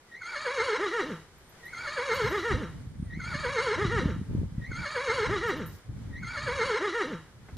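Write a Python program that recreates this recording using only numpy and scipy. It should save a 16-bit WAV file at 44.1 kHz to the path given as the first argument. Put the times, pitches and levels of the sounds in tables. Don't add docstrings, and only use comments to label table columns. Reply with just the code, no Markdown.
import sys
import numpy as np
from scipy import signal
from scipy.fft import rfft, irfft, next_fast_len
from scipy.io import wavfile

SR = 44100
rng = np.random.default_rng(int(sys.argv[2]) if len(sys.argv) > 2 else 0)


def bounce(signal):
    frames = np.transpose(np.atleast_2d(signal))
    limited = np.clip(frames, -1, 1)
    pcm = np.round(limited * 32767).astype(np.int16)
    wavfile.write(sys.argv[1], SR, pcm)


N = 334219
T = np.arange(N) / SR
BREAK_S = .775


def undb(db):
    return 10 ** (np.asarray(db) / 20)


def unit(x):
    return x / np.sqrt(np.mean(x ** 2))


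def curves(rows, t):
    s, *columns = np.transpose(rows)
    return [np.interp(t, s, c) for c in columns]


def gain_at(points, hz):
    f, db = np.transpose(points)
    return undb(np.interp(np.log(hz + 1), np.log(f), db))


def colour(x, gain):
    size = next_fast_len(len(x), True)
    spectrum = rfft(x, size) * gain(np.fft.rfftfreq(size, 1 / SR))
    return unit(irfft(spectrum, size)[:len(x)])


def noise(gain, count):
    return colour(rng.standard_normal(count), gain)


def wobble(hz, count):
    return noise(lambda f: 1 / (1 + (f / hz) ** 4), count)


def resonances(modes, hz):
    return np.sqrt(sum(undb(db) ** 2 / (1 + (2 * (hz - f) / width) ** 6) for f, width, db in modes))


def dip(hz, centre_hz, half_width_hz, db):
    return undb(db / (1 + ((hz - centre_hz) / half_width_hz) ** 4))


def field():
    # (frequency [Hz], relative level [dB])
    rustle_colour = [(180, -16), (300, -19.5), (359, -14.5), (498, -16.5), (587, -20.5), (991, -20.5),
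                     (1350, -21.5), (1470, -21), (2280, -25.5), (2780, -33.5), (2920, -29), (11500, -41),
                     (15000, -52.5)]
    level_db, swell_db, swell_s, swell_length_s = -59, 4, 1.81, .73
    mid = noise(lambda f: gain_at(rustle_colour, f), N)
    side = noise(lambda f: gain_at(rustle_colour, f) * f / (f + 5000), N)
    sway_db = 1.2 * wobble(4, N)
    swell = swell_db * np.exp(-((T - swell_s) / swell_length_s) ** 2)
    rustle = undb(level_db + swell + sway_db) * (mid + undb(-4.5) * side * np.array([[1], [-1]]))

    insect_hz, insect_width_hz, insect_db = 8900, 320, -87
    insect_swell_db, insect_peak_s, insect_length_s = 8.5, 3, 2.8
    trill_db = insect_db + insect_swell_db * np.exp(-((T - insect_peak_s) / insect_length_s) ** 2)
    flicker_db = 4 * wobble(12, N)
    trill = noise(lambda f: resonances([(insect_hz, insect_width_hz, 0)], f), N)
    return rustle + undb(trill_db + flicker_db) * trill


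def gusts():
    # (hold start [s], hold [s], level [dB])
    gust_rows = [(.6, 0.027, -52), (2.122, 0.31, -45.5), (2.241, 0.033, -35), (2.518, 0.057, -32),
                 (2.62, 0.41, -41.5), (3.001, 0.5, -41), (3.782, 0.2, -33.5), (3.939, 0.24, -32),
                 (4.308, 0.12, -29.5), (4.57, 0.041, -37.5), (4.679, 0.13, -37), (5.094, 0.1, -44.5),
                 (5.271, 0.058, -31.5), (5.38, 0.35, -43.5), (5.89, 0.38, -38.5), (6.382, 0.31, -41.5),
                 (7.155, 0.026, -48), (7.526, 0.095, -42.5)]
    # (time [s], level [dB])
    breeze = [(0, -71.5), (1.7, -58.5), (4.2, -41.5), (5.8, -67), (7.5, -53.5)]
    attack_s, release_s = .022, .053
    strength = undb(curves(breeze, T)[0])
    for s, hold, db in gust_rows:
        away = np.maximum(s - T, 0) / attack_s + np.maximum(T - s - hold, 0) / release_s
        strength = np.maximum(strength, undb(db) * np.exp(-np.minimum(away, 20)))
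    return strength


def wind():
    # (frequency [Hz], relative level [dB])
    wind_colour = [(12, -80), (20, -4), (65, 5), (117, 5), (286, -10.5), (357, -21), (484, -26), (585, -28),
                   (743, -57), (900, -29), (1170, -85), (1980, -120)]
    # (time, 2 ms ahead of the centre [s], strength before the swing shape [dB],
    # centre to extreme [s])
    buffets = [(2.254, -26, 0.0015), (2.54, -16.5, 0.002), (2.809, -30, 0.0016), (2.873, -27, 0.0019),
               (2.998, -22, 0.0014), (3.026, -19.5, 0.0013), (3.069, -24.5, 0.0024), (3.173, -22, 0.0012),
               (3.352, -21.5, 0.0012), (3.85, -18, 0.0014), (3.941, -24, 0.0017), (3.965, -17, 0.0017),
               (4.032, -18, 0.0011), (4.057, -9.5, 0.0011), (4.163, -24, 0.001), (4.213, -20, .0011),
               (4.31, -27, 0.00076), (4.349, -16.5, 0.00092), (4.372, -18, 0.0021), (4.391, -19, 0.0021),
               (4.415, -21.5, 0.00084), (4.431, -27.5, 0.0006), (4.522, -26, 0.0016),
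               (4.581, -16.5, 0.0014), (4.715, -29, 0.00073), (5.282, -23, 0.0016)]
    mid = noise(lambda f: gain_at(wind_colour, f), N)
    side = noise(lambda f: gain_at(wind_colour, f) * f / (f + 300), N)
    strength = gusts() * unit(undb(2.2 * wobble(35, N)))
    out = strength * (mid + undb(-8.5) * side * np.array([[1], [-1]]))
    for s, db, half_s in buffets:
        u = (T - s - .002) / half_s
        near = np.abs(u) < 10
        out[:, near] += undb(db) * u[near] * np.exp(-u[near] ** 2 / 2)
    return signal.sosfilt(signal.butter(2, 46 / (SR / 2), "high", output="sos"), out)


def swishes():
    # (centre [s], half length [s], level [dB])
    strokes = [(1.497, 0.22, -78), (2.3, 0.17, -60), (5.197, 0.087, -69), (5.732, 0.055, -58.5)]
    # (frequency [Hz], relative level [dB])
    hiss_colour = [(2000, -23), (5000, 0), (9000, -8), (14000, 0), (16000, -14)]
    swell = sum(undb(db) * np.exp(-np.minimum(((T - s) / half) ** 2, 30)) for s, half, db in strokes)
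    grain = unit(undb(2 * wobble(120, N)))
    hiss = np.array([noise(lambda f: gain_at(hiss_colour, f), N) for _ in range(2)])
    return swell * grain * hiss


def tinks():
    # (start [s], low mode [dB], middle mode [dB], high mode [dB])
    tink_rows = [(1.379, -78, -64, -79), (1.4915, -76, -59, -66), (1.653, -62, -56, -71),
                 (2.136, -58, -50, -46), (2.255, -76, -63, -57), (2.296, -72, -54, -54),
                 (5.477, -72, -57, -52), (5.5654, -76, -58, -62), (5.66, -56, -51, -44)]
    mode_hz = (9650, 11680, 13450)
    tick_db, tick_t60_s = -18, .05
    attack_s, ring_t60_s = .004, .13
    out, t = np.zeros(N), T[:8000]
    count = len(t)
    ring = (1 - np.exp(-t / attack_s)) * undb(-60 * t / ring_t60_s)
    for s, *mode_db in tink_rows:
        modes = 0
        for hz, db in zip(mode_hz, mode_db):
            tone = np.sin(2 * np.pi * hz * t + .3 * wobble(120, count))
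            modes = modes + undb(db) * tone * (1 + .35 * wobble(140, count))
        tick_fade = undb(max(mode_db) + tick_db - 60 * t / tick_t60_s)
        tick = tick_fade * noise(lambda f: resonances([(11994, 7500, 0)], f), count)
        i = int(s * SR)
        out[i:i + count] += ring * modes + tick
    return out * undb([[-5], [4]])


def knock():
    start_s, level_db, attack_s, t60_s = 7.485, -44, .001, .09
    age = np.maximum(T - start_s, 0)
    fade = (1 - np.exp(-age / attack_s)) * undb(-60 * age / t60_s)
    body = noise(lambda f: resonances([(700, 1800, 5), (1800, 1300, -4)], f), N)
    return undb(level_db) * fade * body


def scrape():
    # (centre [s], half length [s], level [dB])
    jerks = [(7.5722, .0022, -29), (7.5777, .0015, -23)]
    # (frequency [Hz], width [Hz], relative level [dB])
    modes = [(705, 1150, -7), (2500, 400, -10), (4250, 360, -1), (4200, 3200, -12.5), (10000, 9300, -23)]
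    swell = sum(undb(db) * np.exp(-np.minimum(((T - s) / half) ** 2, 30)) for s, half, db in jerks)
    return swell * noise(lambda f: resonances(modes, f), N)


def pushes(t):
    # (peak [s], rise [s], fall [s], low voice bend [Hz], chest tone [dB], throat [dB])
    push_rows = [(.24, 0.042, .06, -150, -65, -42.5), (0.366, 0.026, .06, -115, -45, -43),
                 (.484, .04, .044, -118, -32, -34), (.603, 0.046, .042, -115, -29.5, -31.5),
                 (.728, 0.07, .042, -135, -28.5, -34.5), (.838, .055, .062, 122.5, -30, -32),
                 (.948, 0.046, .085, 180, -35, -40.5), (1.085, 0.048, .045, 91.5, -36, -61)]
    swell_shape = .44
    bend_shape = .8
    push, bend, chest, throat = np.zeros((4, len(t)))
    for s, rise, fall, bend_hz, chest_db, throat_db in push_rows:
        phase = np.clip((t - s) / np.where(t < s, rise, fall), -1, 1)
        hump = np.maximum(np.cos(np.pi / 2 * phase), 0)
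        swell = hump ** (2 * swell_shape)
        push += hump ** 2
        bend += bend_hz * hump ** (2 * bend_shape)
        chest += undb(chest_db) * swell
        throat += undb(throat_db) * swell
    return push, bend, chest, throat


def groan(t, hz, phase, puffs):
    # (frequency [Hz], level [dB])
    groan_colour = [(120, -4), (180, 3.5), (230, -3.5), (310, -4.5), (390, 0), (480, 2.5), (530, -0.5),
                    (600, -12.5), (720, -27), (1000, -44)]
    # (time [s], level per harmonic above the first [dB])
    dulling = [(1.11, 0), (1.17, -6)]
    count, dull_db = len(t), curves(dulling, t)[0]
    tone = 0
    for k in np.arange(1, 5):
        weight = gain_at(groan_colour, k * hz) / k ** .4
        level_db = (k - 1) * dull_db + 1.5 * wobble(70, count)
        tone = tone + weight * np.sin(k * phase + k * k) * undb(level_db)
    return tone + undb(-14) * puffs * noise(lambda f: gain_at(groan_colour, f), count)


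def low_voice(t, hz, phase, puffs, air_db):
    # (frequency [Hz], relative level [dB])
    throat_colour = [(550, -11), (700, 2), (790, -7), (940, 0), (1130, -4.5), (1350, 9), (1560, -6),
                     (1750, 4.5), (2000, -6.5), (2250, -4), (2500, -22.5), (3400, -51)]
    # (time [s], phase spread per harmonic number [rad])
    tearing = [(.3, .12), (.45, .14), (.76, .15), (.8, .09), (1.0, .09), (1.04, .2)]
    tear_hz, shimmer_db = 110, 3.6
    count = len(t)
    tear = curves(tearing, t)[0]
    overtones, power = 0, 0
    for k in np.arange(2, 13):
        weight = gain_at(throat_colour, k * hz)
        torn_phase = k * (phase + tear * wobble(tear_hz, count)) + k * k
        overtones = overtones + weight * np.sin(torn_phase) * undb(shimmer_db * wobble(56, count))
        power = power + weight ** 2
    overtones = unit(overtones / np.sqrt(power))
    air = puffs * noise(lambda f: gain_at(throat_colour, f), count)
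    voice = (overtones + undb(air_db) * air) / np.sqrt(1 + undb(2 * air_db))
    slack = np.clip((t - 1.015) / .0097, 0, 1)
    tone = np.sqrt(2) * np.sin(phase) * undb(1.64 * wobble(81, count))
    return (1 - slack) * tone + slack * groan(t, hz, phase, puffs), voice


def linger(x):
    count, ring_db, t60_s = 4000, 0, .07
    tail = rng.standard_normal(count) * undb(-60 * T[:count] / t60_s)
    ringing = signal.fftconvolve(x, tail / np.linalg.norm(tail))[:len(x)]
    return unit(x + undb(ring_db) * ringing)


def rasp(t, high, low, puffs):
    # (frequency [Hz], width [Hz], then relative level [dB] in squeal, quaver and after the break)
    mouth_modes = np.array([(2926, 424, 4, 4.5, 5), (3417, 330, 2.5, 3, 4.5), (3944, 400, -6, 2.5, 0.5),
                            (4250, 530, -1, -3, -11), (4680, 120, 2, -18, -8), (4934, 200, -1, -4, -2),
                            (5402, 730, -11.5, 1, -9), (6340, 1140, -12.5, -10.5, -7.5),
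                            (6460, 340, -7, -19, -20), (7460, 740, -17.5, -12, -18.5),
                            (8480, 1070, -19, -16.5, -14), (9360, 580, -16, -18, -36),
                            (10050, 770, -19, -12.5, -8)])
    # (time [s], level [dB])
    torn_level = [(.25, -4.5), (.5, -8.5), (.68, 0), (.8, -3)]
    # (frequency [Hz], half width [Hz], depth [dB])
    mouth_dips = [(2650, 180, -1), (4880, 86, -14), (5770, 190, -8)]
    buzz_db, rush_db = -1, -4
    glance_s, glance_gain = .0031, .17
    quaver_s = .489
    count = len(t)
    torn = sum(np.sin(k * high) * undb(3 * wobble(150, count)) for k in (2, 3, 4))
    torn = unit(torn * (1 + .14 * np.cos(low) + .12 * np.cos(2 * low)))
    buzz = unit(sum(np.sin(k * low + k * k) * undb(4 * wobble(60, count)) for k in np.arange(5, 21)))
    rush = puffs * rng.standard_normal(count)
    source = undb(curves(torn_level, t)[0]) * torn + undb(buzz_db) * buzz + undb(rush_db) * rush
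    source = linger(source + glance_gain * np.roll(source, int(glance_s * SR)))

    def shaped(column):
        return colour(source, lambda f: resonances(mouth_modes[:, [0, 1, column]], f))

    def hollows(f):
        return np.prod([dip(f, *row) for row in mouth_dips], axis=0)

    squealing = colour(shaped(2), lambda f: hollows(f) * dip(f, 2970, 100, -16))
    quavering = colour(shaped(3), hollows)
    broken = shaped(4)
    opened = np.clip((t - quaver_s) / .03, 0, 1)
    past = np.clip((t - BREAK_S) / .0072, 0, 1)
    return (1 - opened) * squealing + (opened - past) * quavering + past * broken


def rings(t, push):
    # (frequency [Hz], half width [Hz], relative level [dB])
    ring_rows = [(3294, 52, -7), (3850, 150, -7.5), (4364, 66, -9), (4570, 64, -11.5), (5234, 115, -10.5),
                 (5500, 45, -17.5), (6390, 44, -13.5), (6780, 120, -12), (9420, 150, -20)]
    sag, wander = .025, .007
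    count, out = len(t), 0
    for hz, half_width_hz, db in ring_rows:
        turn = 2 * np.pi * hz * np.cumsum(1 - sag * push + wander * wobble(14, count)) / SR
        flare = unit(undb(2.5 * wobble(16, count)))
        band = wobble(half_width_hz, count) * np.sin(turn) + wobble(half_width_hz, count) * np.cos(turn)
        out = out + undb(db) * flare * band
    return out * np.interp(t, [.22, .5, .75, .8], [.59, .65, .69, .65])


def squeal_voice(t, high, low):
    # (time [s], second harmonic against the squeal [dB], third against the squeal [dB])
    overtone_levels = [(.11, -24, -34), (.15, -15, -28), (.185, -22, -24), (.235, -15, -20),
                       (.265, -13, -5), (.305, -13, -24), (.39, -14, -12), (.45, -13, -18), (.8, -26, -26)]
    sideband_flicker_db, overtone_flicker_db, overtone_tear_rad = 3.5, 4, 1.1
    count = len(t)
    coupling = np.interp(t, [.3, .37, BREAK_S, .8], [0, 1, 1, 0])
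    sidebands = 0
    for k, db in enumerate([-2, -7], 1):
        flicker = undb(sideband_flicker_db * wobble(42, count))
        sidebands = sidebands + undb(db) * np.sin(high - k * low) * flicker
    whistle = unit(np.sin(high) * undb(2.8 * wobble(170, count)))
    overtones = 0
    for k, db in enumerate(curves(overtone_levels, t), 2):
        ragged = np.sin(k * high + overtone_tear_rad * wobble(190, count))
        flicker = unit(undb(overtone_flicker_db * wobble(70, count)))
        overtones = overtones + undb(db) * ragged * flicker
    return whistle + coupling * sidebands + overtones


def whinny():
    # (time [s], chest tone [dB], throat [dB])
    pressure = [(.19, -86, -58), (.32, -82, -37.5), (.43, -63, -40.5), (.54, -40.5, -37), (.65, -41, -35.5),
                (.76, -47, -31.5), (.79, -42.5, -42.5), (.91, -38.5, -39.5), (1.0, -33, -29.5),
                (1.04, -33.5, -42), (1.09, -36.5, -45), (1.12, -35, -41.5), (1.19, -48.5, -57),
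                (1.3, -59, -97)]
    # (time [s], level [dB])
    rasp_level = [(.19, -73), (.25, -52), (.5, -45), (.64, -43), (.76, -45.5), (.79, -50.5), (.87, -45.5),
                  (.92, -51), (1.01, -45.5), (1.06, -53.5), (1.12, -56.5), (1.25, -73)]
    # (time [s], level [dB])
    squeal_level = [(.08, -66), (.113, -62), (.12, -47), (.165, -44), (.2, -51), (.4, -50.5), (.6, -42.5),
                    (.8, -53), (.92, -41.5), (1.08, -73)]
    # (time [s], pitch jitter [share], air against tone [dB])
    hoarse = [(.2, .03, -4), (.33, .026, -5), (.45, .024, -6.5), (.75, .024, -6.5), (.79, .019, -7.5),
              (1.0, .013, -9.5), (1.04, .024, -2), (1.25, .035, 2)]
    # (time [s], pitch [Hz])
    low_rest = [(.19, 861), (.305, 750), (.425, 634), (.53, 562.2), (.768, 541.6), (.779, 286.9), (.9, 321),
                (.95, 294), (1.01, 327.7), (1.028, 249.7), (1.1, 214.6), (1.14, 165.7), (1.25, 148.2)]
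    # (time [s], pitch [Hz])
    high_rest = [(.09, 1990), (.12, 1880), (.15, 1893), (.2, 2216), (.32, 2320), (.55, 2317), (.64, 2217),
                 (.71, 2344), (.78, 1957), (.88, 1970), (1.2, 1922)]
    # (time [s], level change [dB])
    catches = [(.185, -4), (.25, -5), (.287, -1), (.41, 1), (0.534, -4), (.652, -0.5), (.787, 0),
               (0.905, 1)]
    catch_half_s = .0062
    squeal_push_db, rasp_push_db = 8.5, .5
    squeal_sag = .062
    clearing, clearing_db = .45, -6
    jitter_hz, tremble_db, rasp_tremble_db = 235, .9, .4
    count = 60000
    t = T[:count]

    push, bend_hz, *swells = pushes(t)
    chest, throat = np.hypot(undb(curves(pressure, t)), swells)
    rough_db = curves(rasp_level, t)[0] + rasp_push_db * push + rasp_tremble_db * wobble(105, count)
    squeal = undb(curves(squeal_level, t)[0] + squeal_push_db * push)
    jitter, air_db = curves(hoarse, t)
    jitter = jitter * (1 - clearing * push)
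    air_db = air_db + clearing_db * push

    low_hz = curves(low_rest, t)[0] + bend_hz
    high_hz = curves(high_rest, t)[0] * (1 - squeal_sag * push)
    low = 2 * np.pi * np.cumsum(low_hz * (1 + jitter * wobble(jitter_hz, count))) / SR
    high = 2 * np.pi * np.cumsum(high_hz * (1 + .019 * wobble(280, count))) / SR
    puffs = unit((1 + .3 * np.cos(low)) * undb(1.3 * wobble(110, count)))

    tone, voice = low_voice(t, low_hz, low, puffs, air_db)
    roughness = (rasp(t, high, low, puffs) + rings(t, push)) * (1 + .25 * np.cos(low))
    joined = np.clip((t - .195) / .025, 0, 1)
    call = joined * (chest * tone + throat * voice + undb(rough_db) * roughness)
    call = call + squeal * squeal_voice(t, high, low)
    call = irfft(rfft(call) * dip(np.fft.rfftfreq(count, 1 / SR), 705, 55, -12), count)
    catch_db = sum(db * np.exp(-((t - s) / catch_half_s) ** 2) for s, db in catches)
    fade = np.interp(t, [.06, .09, 1.2, 1.34], [0, 1, 1, 0])
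    return call * undb(catch_db + tremble_db * wobble(32, count)) * fade


def whinnies():
    starts = [0, 1.515, 2.9836, 4.4985, 6.0136]
    scatter_db, scatter_t60_s, scatter_delay_s = -19, .44, .012
    call, count = whinny(), 22000
    t = T[:count]
    tail = noise(lambda f: resonances([(1745, 1960, 0)], f), count)
    tail = tail * undb(-60 * t / scatter_t60_s) * (t > scatter_delay_s)
    scatter = signal.fftconvolve(call, tail / np.linalg.norm(tail))[:len(call)]
    call = call + undb(scatter_db) * scatter
    out = np.zeros(N + len(call))
    for s in starts:
        i = int(s * SR)
        out[i:i + len(call)] += call
    return out[:N]


def scene():
    return field() + wind() + swishes() + tinks() + knock() + scrape() + whinnies()


def record(dry):
    top_hz = 15450
    return signal.sosfilt(signal.ellip(10, .2, 80, top_hz, fs=SR, output="sos"), dry)


dry = scene()
out = record(dry)
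bounce(out)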